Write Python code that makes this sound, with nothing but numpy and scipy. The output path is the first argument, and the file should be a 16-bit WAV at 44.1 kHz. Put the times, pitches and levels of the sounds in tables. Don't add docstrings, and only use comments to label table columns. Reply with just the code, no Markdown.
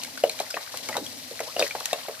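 import sys
import numpy as np
from scipy import signal
from scipy.fft import rfft, irfft
from scipy.io import wavfile
from scipy.ndimage import uniform_filter1d

SR = 44100
rng = np.random.default_rng(int(sys.argv[2]) if len(sys.argv) > 2 else 0)


def unload_audio(sound):
    columns = np.transpose(np.atleast_2d(sound))
    steps = np.round(np.clip(columns, -1, 1) * 32767)
    wavfile.write(sys.argv[1], SR, steps.astype(np.int16))


N = 97020
SPLASH_ATTACK_S, RING_ROUGHNESS = .0017, .79


def amp(db):
    return 10 ** (np.asarray(db) / 20)


def unit_rms(x):
    return x / np.sqrt(np.mean(x ** 2) + 1e-20)


def over_frequency(points, hz):
    point_hz, value = np.transpose(points)
    return np.interp(np.log(hz + 1), np.log(point_hz + 1), value)


def over_time(points, column):
    columns = np.transpose(points)
    return np.interp(np.arange(N) / SR, columns[0], columns[column])


def add(mix, start_s, sound):
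    part = mix[round(start_s * SR):][:len(sound)]
    part += sound[:len(part)]


def colour(x, spectrum):
    return irfft(rfft(x) * amp(over_frequency(spectrum, np.fft.rfftfreq(N, 1 / SR))), N)


def wobble(samples):
    return unit_rms(uniform_filter1d(uniform_filter1d(rng.standard_normal(N), samples), samples))


def rumble(hum_hz=259, hum_width_hz=62):
    # frequency in Hz, relative level in dB.
    spectrum = [(45, -34), (95, -7.5), (170, -12.5), (300, -21), (550, -6.5), (900, -14.5), (1500, -40)]
    # time in seconds, rumble level in dB, tone level in dB.
    levels = [(0, -50, -51), (.18, -54.5, -51.5), (.3, -51.5, -57), (.66, -57, -69), (.85, -46, -51.5),
              (1.12, -50.5, -49), (1.3, -55, -54.5), (1.45, -52, -61), (2.2, -55.5, -63.5)]
    low = unit_rms(colour(rng.standard_normal(N), spectrum))
    carrier = np.exp(2j * np.pi * hum_hz * np.arange(N) / SR)
    pole = np.exp(-np.pi * hum_width_hz / SR)
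    waver = signal.lfilter([1], [1, -2 * pole, pole ** 2], rng.standard_normal(N) / carrier)
    hum = unit_rms((carrier * waver).real)
    return amp(over_time(levels, 1)) * low + amp(over_time(levels, 2)) * hum


def bubble(hz, t60, attack_s, rise):
    t = np.arange(0, t60 + attack_s, 1 / SR)
    attack = np.sin(np.pi / 2 * np.minimum(t / attack_s, 1)) ** 2
    decay = amp(-60 * np.maximum(t - attack_s, 0) / t60)
    return attack * decay * np.sin(2 * np.pi * hz * (t + rise * t ** 2 / t60))


def bubble_swarm(per_s, spread_db, low_hz, high_hz, cycles, sizes):
    strength = amp(spread_db * np.minimum(rng.exponential(1, N), 5))
    onsets = strength * (rng.random(N) < per_s / SR)
    size = rng.integers(0, sizes, N)
    swarm = np.zeros(N)
    for k, hz in enumerate(np.geomspace(low_hz, high_hz, sizes)):
        ring = bubble(hz, t60=3 * cycles / hz, attack_s=1.58 / hz, rise=.5)
        swarm += signal.oaconvolve(onsets * (size == k), ring)[:N] * np.sqrt(hz)
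    return unit_rms(swarm)


def fizz(flicker_db, hiss_db=-43.5, hiss_follow=.54):
    # frequency in Hz, relative level in dB.
    spectrum = [(410, -68), (700, -8), (1400, -9), (2080, -7), (2490, -8), (3640, -5.5), (3980, -1),
                (14500, -8)]
    # time in seconds, fizz level in dB, gurgle level in dB.
    pour = [(.045, -39.5, -44.5), (.1, -45, -54.5), (.38, -41.5, -47.5), (.65, -43.5, -44.5),
            (.9, -39, -62), (1.1, -42.5, -74), (1.3, -43.5, -55), (1.48, -42, -51.5), (1.57, -40, -52),
            (1.605, -31.5, -41), (1.72, -41, -56), (1.9, -41, -45), (2.2, -45, -48.5)]
    tiny = bubble_swarm(per_s=2000, spread_db=2.5, low_hz=1410, high_hz=13600, cycles=2.84, sizes=24)
    bed = colour(rng.standard_normal(N) + amp(-5) * tiny, spectrum)
    body = colour(bed, [(6000, 0), (7500, -71)])
    level_db = over_time(pour, 1) + flicker_db
    gurgle = bubble_swarm(per_s=250, spread_db=3, low_hz=582, high_hz=4770, cycles=10.4, sizes=16)
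    hiss = amp(hiss_db + hiss_follow * (level_db - np.median(level_db))) * unit_rms(bed - body)
    return amp(level_db) * unit_rms(body) + amp(over_time(pour, 2)) * gurgle + hiss


def plips(roughness=.55, spray_t60=.014):
    # start in seconds, level in dB, pitch in Hz, spray level in dB before its colouring.
    small_bubbles = [(0.0347, -32, 4150, -41.5), (0.047, -36, 2140, -47), (0.175, -30.5, 1480, -48),
                     (0.2365, -21.5, 2844, -46), (0.2948, -24.5, 4100, -46.5), (0.2945, -29, 2374, -47),
                     (0.39, -26, 2320, -55), (0.5042, -33.5, 1480, -45), (0.3883, -28.5, 3830, -51),
                     (0.3996, -25, 3970, -41.5), (0.508, -27.5, 5020, -63), (0.5415, -24, 2520, -60),
                     (0.567, -25.5, 1810, -63), (0.772, -56, 3650, -42), (0.8873, -27.5, 2170, -43),
                     (0.9263, -27.5, 1940, -62), (0.942, -29, 1970, -66), (0.9673, -24, 3770, -42),
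                     (1.0636, -30, 3220, -52), (1.392, -29.5, 1950, -52), (1.403, -30.5, 2080, -44.5),
                     (1.565, -26, 2800, -59), (1.5934, -19, 4690, -38), (1.6, -19, 3620, -57),
                     (1.6235, -15.5, 2510, -46), (1.665, -25.5, 1900, -49), (1.677, -35, 4700, -47),
                     (1.7085, -21.5, 2320, -61), (1.8022, -32.5, 4170, -44), (1.856, -32, 1840, -34.5),
                     (1.909, -31.5, 1855, -51), (1.9299, -25, 3680, -40), (1.93, -22.5, 2650, -60)]
    # frequency in Hz, gain in dB.
    spray_spectrum = [(900, 8.5), (2500, 23.5), (4500, 23), (7000, 30.5), (15000, 16)]
    tones, snaps = np.zeros(N), np.zeros(N)
    t = np.arange(0, spray_t60, 1 / SR)
    for start_s, db, hz, spray_db in small_bubbles:
        add(tones, start_s, amp(db) * bubble(hz, t60=.029, attack_s=.0016, rise=.06))
        add(snaps, start_s, amp(spray_db - 60 * t / spray_t60) * np.minimum(t / SPLASH_ATTACK_S, 1))
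    tones *= 1 + roughness * wobble(samples=20)
    return tones, colour(snaps * rng.standard_normal((2, N)), spray_spectrum)


def glugs(cycles=4.08, peak_share=.45, rise=.1, slap_t60=.068):
    # start in seconds, peak in dB, pitch in Hz, then slap and knock in dB relative to the peak.
    large_bubbles = [(0.2381, -4.5, 555, -9, -16), (0.403, -16, 680, -2, -14.5), (0.541, -26, 570, -24, -6),
                     (0.567, -28.5, 646, -25, -36), (0.572, -21.5, 1046, 0.5, -28),
                     (0.741, -29, 1020, 7, -23), (0.889, -29.5, 710, 14, 0), (0.954, -21.5, 935, 3, -10),
                     (0.967, -17, 760, -0.5, -16), (0.979, -22.5, 509, -9, -8.5),
                     (1.312, -30.5, 477, -16, -8.5), (1.403, -24, 595, 5, -5.5),
                     (1.477, -32.5, 550, 0, -13), (1.564, -22.5, 598, -2, -4), (1.592, -20.5, 606, 3, -2.5),
                     (1.603, -21, 640, -17, -31), (1.612, -18, 542, 1.5, -33),
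                     (1.624, -14.5, 517, -11.5, -12.5), (1.751, -20.5, 728, 2, -8),
                     (1.807, -25.5, 1047, 1, -21), (1.93, -13, 634, -2.5, -15.5),
                     (1.986, -33, 645, 5.5, -87), (2.084, -23.5, 610, 3.5, -8)]
    # frequency in Hz, gain in dB.
    slap_spectrum = [(220, -10.5), (480, 0.5), (1200, -2.5), (2500, -12), (5000, -19.5)]
    pops, knocks, slaps = np.zeros((3, N))
    t = np.arange(SR // 4) / SR
    for start_s, db, hz, slap_db, knock_db in large_bubbles:
        progress = np.arange(0, 1, hz / (SR * cycles))
        swell = np.sin(np.pi * progress ** (np.log(.5) / np.log(peak_share))) ** 2
        phase = 2 * np.pi * cycles * (progress - peak_share) * (1 + rise * progress)
        pop = amp(db) * swell * np.cos(phase)
        add(pops, start_s - .001, pop)
        add(knocks, start_s, amp(knock_db) * pop * 4 / len(pop))
        add(slaps, start_s, amp(db + slap_db - 60 * t / slap_t60) * np.minimum(t / SPLASH_ATTACK_S, 1))
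    ring = bucket_ring(knocks)
    splash = colour(slaps * rng.standard_normal((2, N)), slap_spectrum)
    return pops + ring + splash[0] + .5 * splash[::-1]


def bucket_ring(knocks):
    # frequency in Hz, gain in dB, seconds to die by 60 dB.
    modes = [(447.6, 3.5, 0.13), (555, -6.5, 0.18), (630.5, -8, 0.24), (860, -9.5, 0.38)]
    t = np.arange(SR // 4) / SR
    response = sum(amp(db - 60 * t / t60) * np.sin(2 * np.pi * hz * t) for hz, db, t60 in modes)
    return signal.oaconvolve(knocks, response)[:N] * (1 + RING_ROUGHNESS * wobble(samples=120))


def gliding_gurgles():
    # start in seconds, length in seconds, first pitch in Hz, last pitch in Hz, level in dB.
    glides = [(0.998, 0.042, 334, 270, -39.5), (1.461, 0.053, 743, 1390, -42)]
    tones = np.zeros(N)
    for start_s, length_s, from_hz, to_hz, db in glides:
        progress = np.arange(0, 1, 1 / (SR * length_s))
        phase = 2 * np.pi * np.cumsum(from_hz * (to_hz / from_hz) ** progress) / SR
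        add(tones, start_s, amp(db) * np.sin(np.pi * progress) ** .5 * np.sin(phase))
    return tones * (1 + RING_ROUGHNESS * wobble(samples=120))


def reflections(x, shared, t60=.11):
    t = np.arange(0, t60, 1 / SR)
    taps = rng.standard_normal((3, len(t))) * amp(-60 * t / t60) * (t > .004)
    taps = shared * taps[0] + (1 - shared) * taps[1:]
    return signal.oaconvolve(x[None], taps / np.linalg.norm(taps[0]), axes=1)[:, :N]


def scene():
    # frequency in Hz, left-right likeness of the bed from 0 to 1.
    bed_likeness = [(60, 0.94), (500, 0.47), (1500, 0.077), (3500, 0.48), (15000, 0.028)]
    flicker_db = 1.5 * wobble(samples=500)
    left, unrelated = fizz(flicker_db) + rumble(), fizz(flicker_db) + rumble()
    likeness = over_frequency(bed_likeness, np.fft.rfftfreq(N, 1 / SR))
    right = irfft(likeness * rfft(left) + np.sqrt(1 - likeness ** 2) * rfft(unrelated), N)
    low_bubbles = glugs() + gliding_gurgles()
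    high_bubbles, spray = plips()
    echoes = reflections(amp(-11) * low_bubbles[0], shared=.42)
    echoes += reflections(amp(-11) * high_bubbles + amp(-12) * spray[0], shared=0)
    return np.array([left, right]) + low_bubbles + high_bubbles + spray + .5 * spray[::-1] + echoes


def record(dry, left_lag_s=.00006, low_cut_hz=81, high_cut_hz=14600):
    # frequency in Hz, left minus right in dB.
    balance = [(400, -0.5), (1300, 3.5), (4400, 5.5), (8100, 0.5), (15000, 6)]
    hz = np.fft.rfftfreq(N, 1 / SR)
    lean = amp(over_frequency(balance, hz) / 2) * np.exp(-1j * np.pi * hz * left_lag_s)
    low_cut = 1 / np.sqrt(1 + (low_cut_hz / (hz + 1)) ** 4)
    ports = irfft(rfft(dry) * np.array([lean, 1 / lean]) * low_cut, N)
    high_cut = signal.firwin(511, high_cut_hz, window=("kaiser", 9), fs=SR)
    return signal.oaconvolve(ports, high_cut[None], "same")


dry = scene()
out = record(dry)
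unload_audio(out)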